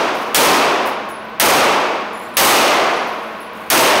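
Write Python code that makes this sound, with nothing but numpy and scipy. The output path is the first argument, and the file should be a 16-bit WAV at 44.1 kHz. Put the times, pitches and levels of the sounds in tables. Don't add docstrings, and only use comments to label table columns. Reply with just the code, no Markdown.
import sys
import numpy as np
from scipy import signal
from scipy.fft import rfft, irfft
from scipy.io import wavfile

SR = 44100
rng = np.random.default_rng(int(sys.argv[2]) if len(sys.argv) > 2 else 0)


def digitize_waveform(pressure):
    field = np.atleast_2d(pressure).T
    bounded = np.clip(field, -1, 1)
    quanta = np.round(bounded * 32767).astype(np.int16)
    wavfile.write(sys.argv[1], SR, quanta)


N = 176400


def amp(db):
    return 10 ** (np.asarray(db) / 20)


def unit_rms(x):
    return x / np.sqrt(np.mean(x ** 2) + 1e-20)


def lookup(points, hz):
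    points_hz, values = np.transpose(points)
    return np.interp(np.log(hz + 1), np.log(points_hz + 1), values)


def add(mix, start_s, sound):
    at = round(start_s * SR)
    sound = sound[max(-at, 0):]
    part = mix[max(at, 0):][:len(sound)]
    part += sound[:len(part)]


def lag(x, tau_s):
    pole = np.exp(-1 / (tau_s * SR))
    return signal.lfilter([1 - pole], [1, -pole], x)


def noise(spectrum, resonances=()):
    hz = np.fft.rfftfreq(N, 1 / SR)
    peaks_db = sum(lift / (1 + (2 * (hz - centre) / width) ** 2) for centre, width, lift in resonances)
    gain = amp(lookup(spectrum, hz) + peaks_db)
    return unit_rms(irfft(rfft(rng.standard_normal(N)) * gain, N))


# (frequency [Hz], relative density [dB])
AIR_SPECTRUM = [(30, -1), (80, -1.5), (160, -5), (280, -2.5), (600, -4.5), (1100, -1.5), (1700, -8),
                (2400, -9.5), (4000, -19.5), (7000, -37.5), (10000, -43), (16000, -41)]
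# (frequency [Hz], width [Hz], lift [dB])
DUCT_MODES = [(207, 64, 9), (330, 25, 5), (473, 28, 11.5), (623, 45, 8), (650, 23, 8.5), (805, 33, 4),
              (997, 30, 7.5), (1082, 14, 9.5), (1105, 11, 13), (1500, 92, 5.5)]


def ventilation(air_db=-28.5, fan_hz=219, fan_db=-35.5):
    air = amp(air_db) * noise(AIR_SPECTRUM, DUCT_MODES)
    hum = amp(fan_db) * np.sin(2 * np.pi * fan_hz * np.arange(N) / SR)
    return air + hum


# (frequency [Hz], relative level [dB], T60 [s])
BRASS_MODES = [(7115, -3, .6), (7634, -7, .6), (8215, -8, .6), (10270, 0, .4), (11825, -6, .42),
               (12625, -6, .5), (14825, -7, .45)]
# (frequency [Hz], relative density [dB])
SKITTER_SPECTRUM = [(3000, -20), (7000, -6), (11000, -3.5), (16000, -4)]
# (time [s], length [s], level [dB], pitch [ratio])
SKITTER_EVENTS = [(0.14, 0.21, -43, 0.85), (0.857, .04, -35, 1.0), (1.085, .03, -40, 0.89),
                  (3.08, 0.37, -52.5, 0.87), (3.4, .08, -53, 1.06), (3.546, 0.42, -50, 0.9)]


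def skitter(length_s, level_db, pitch, contacts_per_s=250, ring_s=0.0084, width_hz=140, lift_db=9):
    t = np.arange(SR) / SR
    contacts = (rng.random(SR) < contacts_per_s / SR) * np.maximum(1 - t / length_s, 0)
    pole = np.exp(-1 / (ring_s * SR))
    power = signal.lfilter([1], [1, -pole], contacts) / (contacts_per_s * ring_s)
    modes = [(hz * pitch, width_hz, lift_db) for hz, _, _ in BRASS_MODES]
    return amp(level_db) * np.sqrt(power) * noise(SKITTER_SPECTRUM, modes)[:SR]


# (frequency [Hz], relative density [dB])
CLICK_SPECTRUM = [(500, -22), (3000, -7), (7000, -20), (11000, 3), (16000, 4)]
# (time [s], ring [dB], tick [dB], most excited mode [Hz], spread [octaves])
BOUNCE_EVENTS = [ (0.858, -40, -28, 10270, .1), (0.871, -43, -27, 14600, .1), (1.1002, -65, -38, 10270, .2),
                 (1.109, -41, -48, 10280, .08), (1.2448, -53, -51, 13900, .08),
                 (1.343, -78, -57, 11825, .3), (2.1321, -40, -42, 10270, .13), (2.134, -44, -52, 7115, .04),
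                 (2.168, -45, -50, 12625, .05), (2.191, -49, -45, 11825, .7), (2.2174, -46, -44, 10270, .6),
                 (2.2878, -61, -46, 10270, .4), (2.3387, -45, -49, 10270, .1),
                 (2.9407, -44, -46, 10400, 0.089), (3.0729, -50, -38, 11825, .1),
                 (3.075, -49, -52, 10400, 0.071), (3.125, -49, -50, 11570, 0.069),
                 (3.2276, -57, -45, 11570, .4), (3.404, -45, -36, 10850, .1),
                 (3.4396, -57, -46, 10950, 0.27), (3.5334, -62, -43, 11825, .4)]


def bounce(ring_db, tick_db, main_hz, spread_oct, shimmer_hz=30.8, tick_s=0.0028, room_db=-14, room_s=0.029):
    t = np.arange(SR) / SR
    nearest_hz = min((hz for hz, _, _ in BRASS_MODES), key=lambda hz: abs(hz - main_hz))
    pitch = main_hz / nearest_hz
    shimmer_filter = signal.butter(2, shimmer_hz, fs=SR)
    ring = np.zeros(SR)
    for hz, mode_db, t60_s in BRASS_MODES:
        excitation = np.exp(-.5 * (np.log2(hz * pitch / main_hz) / spread_oct) ** 2)
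        in_phase, quadrature = unit_rms(signal.lfilter(*shimmer_filter, rng.standard_normal((2, SR))))
        phase = 2 * np.pi * (hz * pitch * t + rng.random())
        tone = ((1 + in_phase) * np.sin(phase) + quadrature * np.cos(phase)) / np.sqrt(2)
        ring += excitation * tone * amp(mode_db - 60 * t / t60_s)
    tick_envelope = np.exp(-t / tick_s) + amp(room_db) * np.exp(-t / room_s)
    tick = noise(CLICK_SPECTRUM)[:SR] * tick_envelope
    return amp(ring_db) * ring + amp(tick_db) * tick


# (frequency [Hz], relative density [dB])
HALL_SPECTRUM = [(40, 0.5), (100, -5), (170, -3.5), (300, 0.5), (600, 1.5), (1120, -0.5), (1700, -8),
                 (2500, -7), (4000, -13), (7000, -13), (11000, -15), (16000, -18)]
# (frequency [Hz], T60 [s])
HALL_DECAY = [(60, 0.62), (250, 1.29), (600, 1.334), (1100, 1.41), (2500, 1.26), (5000, 1.02), (9000, 0.67),
              (16000, 0.59)]


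def hall(tilt_db_per_oct, stretch, gain_db=11, delay_s=0.0082, build_s=0.014):
    far_db, far_stretch = -33, 2.34
    hz, t, bins = signal.stft(noise(HALL_SPECTRUM), SR, nperseg=512, noverlap=384)
    fall_db = -60 * t / (stretch * lookup(HALL_DECAY, hz)[:, None])
    decay = np.hypot(amp(fall_db), amp(far_db + fall_db / far_stretch))
    octaves = np.log2(np.maximum(hz, 100) / 1000)[:, None]
    bins = bins * amp(tilt_db_per_oct * octaves) * decay
    tail = signal.istft(bins, SR, nperseg=512, noverlap=384)[1][:N]
    since_s = np.maximum(np.arange(N) / SR - delay_s, 0)
    build_up = (1 - np.exp(-since_s / build_s)) ** 2
    return amp(gain_db) * tail * build_up


# (frequency [Hz], relative density [dB])
BOOTH_SPECTRUM = [(100, -3.5), (600, -0.5), (2000, 2.5), (5000, -1), (9000, -3.5), (16000, -8)]
# (time [s], gain [dB], hall tilt [dB/octave], hall decay stretch [ratio], booth gain [dB])
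SHOT_EVENTS = [(-0.52, -4.5, -0.64, 1.314, 11), (0.3461, 1, -0.37, 0.87, 13),
               (1.3986, 0.75, -0.4, 0.89, 9.5), (2.3690, 2.5, 0.33, 0.98, 8.5),
               (3.7017, 2, -0.14, 0.88, -2)]


def shot(gain_db, tilt_db_per_oct, stretch, booth_db, crack_db=21.5, crack_s=0.00067, booth_t60_s=0.16):
    t = np.arange(N) / SR
    crack = amp(crack_db) * noise(CLICK_SPECTRUM) * np.exp(-t / crack_s)
    booth = noise(BOOTH_SPECTRUM) * amp(booth_db - 60 * t / booth_t60_s)
    return amp(gain_db) * (crack + booth + hall(tilt_db_per_oct, stretch))


def scene():
    mix = ventilation()
    for source, events in (shot, SHOT_EVENTS), (bounce, BOUNCE_EVENTS), (skitter, SKITTER_EVENTS):
        for start_s, *settings in events:
            add(mix, start_s, source(*settings))
    return mix[None]


def limiter(x, threshold_db=-10.5, detector_s=0.0013, attack_s=0.0006, release_db_per_s=13):
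    power_db = 10 * np.log10(lag(x ** 2, detector_s) + 1e-12)
    release_db = np.arange(N) / SR * release_db_per_s
    held_db = np.maximum.accumulate(power_db + release_db) - release_db
    over_db = np.maximum(held_db - threshold_db, 0)
    return x / amp(lag(over_db, attack_s))


def record(dry):
    overload_db, low_cut_hz, high_cut_hz = -4, 352, 15760
    notch_hz, notch_width_hz, notch_depth = 7290, 500, 0.64
    x = amp(overload_db) * np.tanh(dry[0] / amp(overload_db))
    x = signal.lfilter(*signal.butter(1, low_cut_hz, "high", fs=SR), x)
    notch_band = signal.lfilter(*signal.iirpeak(notch_hz, notch_hz / notch_width_hz, SR), x)
    x = limiter(x - notch_depth * notch_band)
    band_limit = signal.firwin(1001, high_cut_hz, window=("kaiser", 8), fs=SR)
    return signal.oaconvolve(x, band_limit, "same")[None]


dry = scene()
out = record(dry)
digitize_waveform(out)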